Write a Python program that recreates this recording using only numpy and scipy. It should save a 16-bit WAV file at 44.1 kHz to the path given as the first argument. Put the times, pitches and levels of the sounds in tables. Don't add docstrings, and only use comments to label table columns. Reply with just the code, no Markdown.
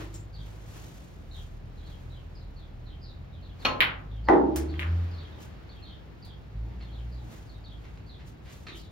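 import sys
import numpy as np
from scipy import signal
from scipy.fft import rfft, irfft, next_fast_len
from scipy.io import wavfile

SR = 44100
rng = np.random.default_rng(int(sys.argv[2]) if len(sys.argv) > 2 else 0)


def wav_record(signal):
    frames = np.transpose(np.atleast_2d(signal))
    bounded = np.clip(frames, -1, 1)
    quanta = np.round(bounded * 32767).astype(np.int16)
    wavfile.write(sys.argv[1], SR, quanta)


N = 392931
TIME, HZ = np.arange(N) / SR, np.fft.rfftfreq(N, 1 / SR)

# start_s, firing_rate_hz, level_db
ENGINE_COURSE = [(0.0, 50.8, -40.5), (0.4, 51.84, -40.5), (0.75, 52.8, -41), (0.972, 52.9, -66),
                 (1.241, 39.67, -43), (2.15, 41.13, -38.5), (2.65, 38.2, -47), (3.07, 41.02, -41),
                 (3.97, 48.78, -41), (4.209, 55.1, -35.5), (4.421, 62.1, -37.5), (4.72, 76, -37),
                 (4.95, 85.5, -28), (5.14, 86.7, -33), (5.33, 77, -53.5), (6.421, 52.2, -70),
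                 (6.569, 53.3, -32.5), (6.73, 59.2, -41), (6.95, 55.44, -41), (7.15, 61.9, -35.5),
                 (7.4, 53, -47.5), (8.051, 52.7, -43.5), (8.3, 52.5, -55), (8.9, 52.6, -55)]
FIRING_ORDERS = [1, -6.5, -9]
# frequency_hz, level_db
BASS_TRANSMISSION = [(40, -1.5), (45, -19), (52, -7), (58, 0.5), (63, -3.5), (76, 5), (81, -2), (85, 0.5),
                     (95, -3), (105, 0), (123, -3.5), (145, -2), (172, -11), (250, -20)]
# frequency_hz, level_db
RUMBLE_SPECTRUM = [(20, -15.5), (35, -26.5), (50, 2.5), (85, -1), (150, -5), (220, -12.5), (400, -20.5),
                   (800, -24), (2000, -55), (6000, -60.5)]
RUMBLE_DB = -46

# peak_s, fade_s, swish_level_db, hiss_level_db
RUSTLE_SWELLS = [(0.01, 0.058, -44.5, -57.5), (.15, 0.052, -58, -59), (0.48, 0.17, -58, -65.5),
                 (0.771, 0.24, -55, -58), (1.38, 0.099, -60.5, -61.5), (1.9, 0.32, -60.5, -70.5),
                 (3.632, 0.083, -52.5, -64.5), (4.88, 0.79, -51.5, -73.5), (5.422, 0.045, -59.5, -57.5),
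                 (7.0, 0.59, -62.5, -77), (7.33, 0.12, -56, -62), (7.849, 0.23, -62, -75),
                 (8.28, 0.033, -71, -61.5), (8.53, 0.093, -61, -59), (8.77, 0.052, -69, -58)]
RUSTLE_RISE = 0.47
STILL_SWISH_DB, STILL_HISS_DB = -61.5, -81.5
# frequency_hz, level_db
SWISH_SPECTRUM = [(150, -17), (300, 12.5), (700, 4.5), (1500, 2), (2500, -2.5), (4500, -9), (9000, -33),
                  (16000, -30)]
# frequency_hz, level_db
HISS_SPECTRUM = [(1000, -5.5), (3000, 11), (5000, 8), (7500, 12), (9500, 6), (14000, -2.5), (16000, -3.5)]

# start_s, level_db
FRAME_KNOCKS = [(0.0, -27), (4.2985, -1.5), (8.72, -33.5)]
# pitch_hz, level_db, t60_s
FRAME_RESONANCES = [(273, -12, 0.93), (320, 3, 1), (346.4, 1.5, 0.87), (383, -5.5, 0.72), (415.6, -3, 0.54),
                    (521, -12, 0.37)]

# start_s, level_db
METAL_CHINKS = [(.141, -48)]
# pitch_hz, level_db, t60_s
METAL_MODES = [(5450, -13, 0.087), (6250, -6, 0.043), (7070, 4.5, 0.047), (7450, 3.5, 0.12)]

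# start_s, level_db, reference_pitch_hz
BIRD_CHIRPS = [(0.325, 4, 4880), (1.308, 6.5, 4450), (1.76, -4.5, 4450), (1.84, -0.5, 4530),
               (2.094, -1, 4320), (2.34, -1, 5400), (2.554, -3, 4730), (2.852, 0, 4270), (3.007, 4.5, 5430),
               (3.309, -6.5, 4126), (3.418, -1, 4550), (3.585, 3, 4900), (4.09, -3, 4320),
               (4.236, -1.5, 5100), (4.675, 2, 4510), (5.105, -0.5, 5090), (5.167, 3.5, 4538),
               (5.3, -4, 4200), (5.681, 1, 4394), (5.812, 4.5, 4500), (5.85, 2, 4560), (6.211, 4.5, 4840),
               (6.802, -0.5, 4524), (6.911, -0.5, 4310), (7.104, -2.5, 5200), (7.462, -2, 5100),
               (7.634, 4.5, 4700), (8.058, 3, 4890), (8.66, 9, 4570), (8.762, 1, 5340)]
# delay_s, pitch_ratio (share of the reference), level_db
CHIRP_STROKES = [(0, 0.98, 2), (.026, .86, -3), (.062, .78, -0.5)]

# start_s, level_db
CUE_KNOCK = [(3.6492, -1), (3.6528, 7.5), (3.6568, -13.5)]
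# frequency_hz, level_db
CUE_SPECTRUM = [(100, -8), (250, -3.5), (500, -0.5), (1100, -0.5), (1800, -6), (2600, -4), (3600, -10.5),
                (4300, -7.5), (4800, -20), (6600, -20), (7600, -35), (12000, -31), (16000, -40.5)]
# pitch_hz, level_db, t60_s
SHAFT_MODES = [(540, -14, 0.24), (835, -16, 0.55), (1043, -6.5, 0.64), (1290, -5.5, 0.58), (1557, -16, .25),
               (2180, -6, 0.043), (2470, 6, 0.088), (2654, 3, 0.064), (2880, 6, .06), (3194, 4.5, 0.06),
               (3600, -4, 0.082), (4240, 2, 0.059), (4280, 0.5, 0.094), (5520, -8, 0.065)]

# start_s, level_db, contact_s, echo_level_db, tail_level_db
BALL_CONTACTS = [(3.8047, -2, 0.000015, 1, 1.5), (4.7398, -30, 0.000061, -2, -4),
                 (4.7933, -15, 0.00003, -3, -4.5), (4.8215, -14.5, 0.000077, -5.5, -6),
                 (4.83, -18.5, 0.000057, -4, -9)]
# frequency_hz, level_db
BALL_SPECTRUM = [(800, -26.5), (1300, -24), (1850, -5), (2250, -3), (2700, -7), (3100, -6.5), (3550, -12),
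                 (4100, -16), (4900, -26.5), (5900, -40), (8500, -36.5), (10500, -26.5), (14000, -28),
                 (16000, -30)]
# frequency_hz, level_db
BED_SPECTRUM = [(100, -15), (400, -18), (850, -3), (1600, 5.5), (2200, -8), (5000, -46)]

# start_s, rim_level_db, frame_level_db
POCKET_RATTLE = [(4.2864, 6, -12), (4.2962, -1, -6), (4.307, -22, -1.5), (4.3180, -10.5, -1),
                 (4.3316, -11, -6), (4.3360, -6, -2.5), (4.3590, -16, -3), (4.372, -17, -11.5),
                 (4.4090, -28, -5.5)]
# frequency_hz, level_db
RIM_SPECTRUM = [(150, -36.5), (400, -12.5), (635, 0.5), (720, -6), (820, 7), (940, -1.5), (1250, -12),
                (1460, -11.5), (1650, -17), (1930, -12), (2200, -24.5), (2600, -30.5), (4000, -38.5),
                (16000, -65)]
# frequency_hz, level_db
FRAME_SPECTRUM = [(80, -51.5), (200, -11.5), (265, -5.5), (340, 5), (420, -6.5), (540, -18.5), (900, -17),
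                  (2500, -70)]
# pitch_hz, level_db, t60_s
RIM_RESONANCES = [(673, -4, 0.67), (827, 1.5, .34), (900, -7.5, 0.52), (1220, -15, 0.26), (1440, -16, 0.16),
                  (1950, 2, 0.072)]

# start_s, level_db
TICK_TIMES = [(4.5592, 3.5), (4.797, -16), (5.4032, -29), (6.2498, -23)]
# frequency_hz, level_db
TICK_SPECTRUM = [(300, -9), (1500, 7.5), (4000, 0.5), (6500, 6), (8500, 11.5), (11000, 4.5), (14000, -1),
                 (16000, 3)]
# start_s, level_db
FOOTFALLS = [(5.34, -24.5), (6.62, -22.5), (6.88, -30), (7.17, -25)]
# frequency_hz, level_db
FOOTFALL_SPECTRUM = [(90, -16), (210, 6.5), (340, 2.5), (520, -16), (880, -3), (1300, -40.5)]
# start_s, level_db, swell_s
SCUFF_RUBS = [(6.68, -11.5, 0.032), (6.79, -5, 0.019), (7.835, -7, .012), (7.972, -11.5, .002),
              (8.189, -8, 0.011), (8.44, -3, 0.031), (8.666, 2, .002), (8.681, 0.5, .005),
              (8.715, -8, .003)]
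# frequency_hz, level_db
SCUFF_SPECTRUM = [(150, -14), (350, 10.5), (700, 0.5), (2000, 9), (4300, 1), (5200, -5.5), (8000, -13),
                  (16000, -59)]
GRAINS_PER_S, GRAIN_SPREAD_DB = 3000, 4

# delay_s, level_db, left_late_s
REFLECTIONS = [(.0047, -4.5, -.00006), (.0066, -3, .0002), (0.016, -8.5, .00004), (0.0211, -5, -.0001),
               (.0296, -13, 0), (0.0378, -9.5, .00004)]
# frequency_hz, t60_s
TAIL_DECAY = [(100, 1), (350, 0.92), (900, 0.55), (2000, 0.33), (4000, 0.28), (8000, 0.21), (15000, 0.13)]
# frequency_hz, correlation (unitless)
LIKENESS = [(60, 0.85), (130, 0.76), (260, 0.36), (500, 0), (1000, 0), (4000, 0)]
# frequency_hz, phase_rad
PORT_LEAD = [(5000, .6), (7000, 2.2), (9000, 3.14), (10200, 2.6), (12500, .3), (16000, 0)]
EDGE_HZ = 15900


def amp(db):
    return 10 ** (np.asarray(db) / 20)


def evened(x):
    return x / np.sqrt(np.mean(x ** 2) + 1e-20)


def read(points, hz):
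    f, value = np.transpose(points)
    return np.interp(np.log(hz + 1), np.log(f), value)


def add(mix, s, sound):
    part = mix[max(round(s * SR), 0):][:len(sound)]
    part += sound[:len(part)]


def pulse(spectrum, size=4096):
    hz = abs(np.fft.fftfreq(size, 1 / SR))
    log_gain = np.log(amp(read(spectrum, hz)))
    response = np.exp(np.conj(signal.hilbert(log_gain)))
    click = np.fft.ifft(response).real[:size // 2]
    return click / np.linalg.norm(click)


def ring(modes):
    t = np.arange(SR) / SR
    out = np.zeros(SR)
    for hz, db, t60 in modes:
        decay = np.exp(-np.log(1000) * t / t60)
        out += amp(db) * decay * np.sin(2 * np.pi * hz * t)
    return out


def strike(rows, sound):
    out = np.zeros(N)
    for s, db in rows:
        add(out, s, amp(db) * sound)
    return out


def grit(swell_s):
    u = np.arange(int(8 * swell_s * SR)) / (swell_s * SR)
    catches = rng.standard_normal(len(u)) * amp(GRAIN_SPREAD_DB * rng.standard_normal(len(u)))
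    caught = rng.random(len(u)) < GRAINS_PER_S / SR
    catches *= caught * u * np.exp(-u)
    return catches / (np.linalg.norm(catches) + 1e-20)


def diffuse(spectrum, size=N):
    padded = next_fast_len(size)
    a, b = rfft(rng.standard_normal((2, padded)))
    hz = np.fft.rfftfreq(padded, 1 / SR)
    same = np.clip(read(LIKENESS, hz), -1, 1)
    pair = np.array([a, same * a + np.sqrt(1 - same ** 2) * b])
    return evened(irfft(pair * amp(read(spectrum, hz)), padded)[:, :size])


def room(x, echo_db, tail_db, left_late=0., build_s=0.0014, scatter_hz=4500):
    flat = [(1, 0), (SR, 0)]
    hz, t, z = signal.stft(diffuse(flat, size=SR), SR, nperseg=256)
    decay = np.exp(-np.log(1000) * t / read(TAIL_DECAY, hz)[:, None])
    tail = signal.istft(z * decay, SR)[1][:, :SR]
    tail *= 1 - np.exp(-TIME[:SR] / build_s)
    response = amp(tail_db) * tail / np.linalg.norm(tail[0])

    low_pass = signal.butter(1, scatter_hz, fs=SR)
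    bounce = signal.lfilter(*low_pass, signal.unit_impulse(SR // 100))
    paths = [(0.001, left_late, np.ones(1))]
    paths += [(s, late, amp(db + echo_db) * bounce) for s, db, late in REFLECTIONS]
    for s, late, sound in paths:
        add(response[0], s + max(late, 0), sound)
        add(response[1], s + max(-late, 0), sound)

    out = np.zeros((2, N))
    first, last = np.flatnonzero(x)[[0, -1]]
    for ear, path in zip(out, response):
        add(ear, first / SR, signal.oaconvolve(x[first:last + 1], path))
    return out


def engine(flutter_db=1.74):
    s, hz, db = np.transpose(ENGINE_COURSE)
    rate, load_db = np.interp(TIME, s, hz), np.interp(TIME, s, db)
    cycles, hum = np.cumsum(rate) / SR, np.zeros(N)
    for k, order_db in enumerate(FIRING_ORDERS, 1):
        flutter = signal.resample(rng.standard_normal(size=120), N)
        path_db = read(BASS_TRANSMISSION, k * rate)
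        strength = amp(load_db + order_db + path_db + flutter_db * flutter)
        hum += strength * np.sin(2 * np.pi * (k * cycles + rng.random()))
    return np.sqrt(2) * hum


def rumble():
    return amp(RUMBLE_DB) * diffuse(RUMBLE_SPECTRUM)


def rustles(swish_db=3, hiss_db=4, grain_db=1.5):
    swish, hiss = amp(STILL_SWISH_DB), amp(STILL_HISS_DB)
    for s, fade_s, soft_db, fine_db in RUSTLE_SWELLS:
        swell = np.exp(-np.maximum(TIME - s, (s - TIME) / RUSTLE_RISE) / fade_s)
        swish = np.hypot(swish, amp(soft_db) * swell)
        hiss = np.hypot(hiss, amp(fine_db) * swell)
    grain = signal.resample(rng.standard_normal(size=900), N)
    soft = amp(swish_db) * swish * diffuse(SWISH_SPECTRUM)
    fine = amp(hiss_db + grain_db * grain) * hiss * diffuse(HISS_SPECTRUM)
    return soft + fine


def table_frame(ring_db=-21.0):
    return amp(ring_db) * strike(FRAME_KNOCKS, ring(FRAME_RESONANCES))


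def metal_chink():
    return room(strike(METAL_CHINKS, ring(METAL_MODES)), echo_db=-12, tail_db=4.5)


def birds(level_db=-59.5, length_s=.044, fall=0.26, flick=0.219, vary=.25, throb_db=8):
    out = np.zeros(N)
    for s, db, hz in BIRD_CHIRPS:
        for delay, step, stroke_db in CHIRP_STROKES:
            stretch, slide = np.exp(vary * rng.uniform(-1, 1, 2))
            u = np.linspace(0, 1, int(length_s * stretch * SR))
            waver = signal.resample(rng.standard_normal(size=24), len(u))
            throb = signal.resample(rng.standard_normal(size=16), len(u))
            pitch = hz * step * (1 - fall * slide * u ** 2 - flick * np.exp(-10 * u))
            pitch *= 1 + .036 * waver
            swell = evened(signal.windows.tukey(len(u), .5) * amp(throb_db * throb)) / 2
            tone = np.sin(2 * np.pi * np.cumsum(pitch) / SR)
            add(out, s + delay, amp(db + stroke_db + level_db) * swell * tone)
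    return room(out, echo_db=0, tail_db=4.5, build_s=.012)


def cue(thud_db=-9, ring_db=-26, contact_s=0.0011):
    thud = amp(thud_db) * strike(CUE_KNOCK, pulse(CUE_SPECTRUM))
    onset = 1 - np.exp(-TIME[:SR] / contact_s)
    impact_s = CUE_KNOCK[0][0]
    shaft = amp(ring_db) * strike([(impact_s, 0)], ring(SHAFT_MODES) * onset)
    knock = room(thud, echo_db=-14, tail_db=5, left_late=.00012)
    return knock + room(shaft, echo_db=-20, tail_db=-7, left_late=.00005)


def balls(level_db=10, bed_db=-11):
    out = np.zeros((2, N))
    bed_blows = []
    for s, db, contact_s, echo_db, tail_db in BALL_CONTACTS:
        r = np.exp(-1 / (contact_s * SR))
        clack = signal.lfilter([(1 - r) ** 2], np.poly([r, r]), pulse(BALL_SPECTRUM))
        click = strike([(s, db + level_db)], clack)
        out += room(click, echo_db, tail_db, left_late=.00009, build_s=.005)
        bed_blows.append((s, db + echo_db))
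    bed = amp(bed_db) * strike(bed_blows, pulse(BED_SPECTRUM))
    return out + room(bed, echo_db=0, tail_db=14.0, build_s=0.0058)


def pocket(rim_db=2, frame_db=8.0, rim_ring_db=-24.0, rub_db=-36, rub_s=0.03):
    s, on_rim, on_frame = np.transpose(POCKET_RATTLE)
    size = int(rub_s * SR)
    growing_rub = rng.standard_normal(size) * np.linspace(0, 1, size) ** 2
    brush = np.convolve(growing_rub, pulse(RIM_SPECTRUM))
    rim = amp(rim_db) * strike(zip(s, on_rim), pulse(RIM_SPECTRUM))
    rim += strike([(s[0] - rub_s, rub_db)], brush)
    frame = amp(frame_db) * strike(zip(s, on_frame), pulse(FRAME_SPECTRUM))
    rim_ring = strike([(s[0], rim_ring_db)], ring(RIM_RESONANCES))
    hard = room(rim, echo_db=-2.0, tail_db=3.5, build_s=0.00074)
    return hard + room(frame, echo_db=-15, tail_db=-1.5) + rim_ring


def ticks(level_db=-16):
    clicks = amp(level_db) * strike(TICK_TIMES, pulse(TICK_SPECTRUM))
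    return room(clicks, echo_db=-6, tail_db=9.0, build_s=0.00088)


def footfalls(swell_s=0.028):
    out = np.zeros(N)
    for s, db in FOOTFALLS:
        add(out, s, amp(db) * signal.fftconvolve(grit(swell_s), pulse(FOOTFALL_SPECTRUM)))
    return room(out, echo_db=-5, tail_db=2.5)


def scuffs(level_db=-22.5):
    out = np.zeros(N)
    for s, db, swell_s in SCUFF_RUBS:
        rub = signal.fftconvolve(grit(swell_s), pulse(SCUFF_SPECTRUM))
        add(out, s, amp(level_db + db) * rub)
    return room(out, echo_db=-5, tail_db=2.5)


def scene():
    outside = engine() + birds()
    shot = table_frame() + cue() + balls() + pocket()
    small_noises = rustles() + metal_chink() + ticks() + footfalls() + scuffs()
    return outside + rumble() + shot + small_noises


def record(dry, shared_hz=6000):
    left, right = rfft(dry)
    shared = 1 / (1 + (shared_hz / (HZ + 1)) ** 10)
    turned = left * np.exp(-1j * read(PORT_LEAD, HZ))
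    right = np.sqrt(1 - shared) * right + np.sqrt(shared) * turned
    low_pass = signal.firwin(511, EDGE_HZ, window=("kaiser", 9), fs=SR)
    ports = irfft(np.array([left, right]), N)
    return signal.oaconvolve(ports, low_pass[None], "same", axes=1)


dry = scene()
out = record(dry)
wav_record(out)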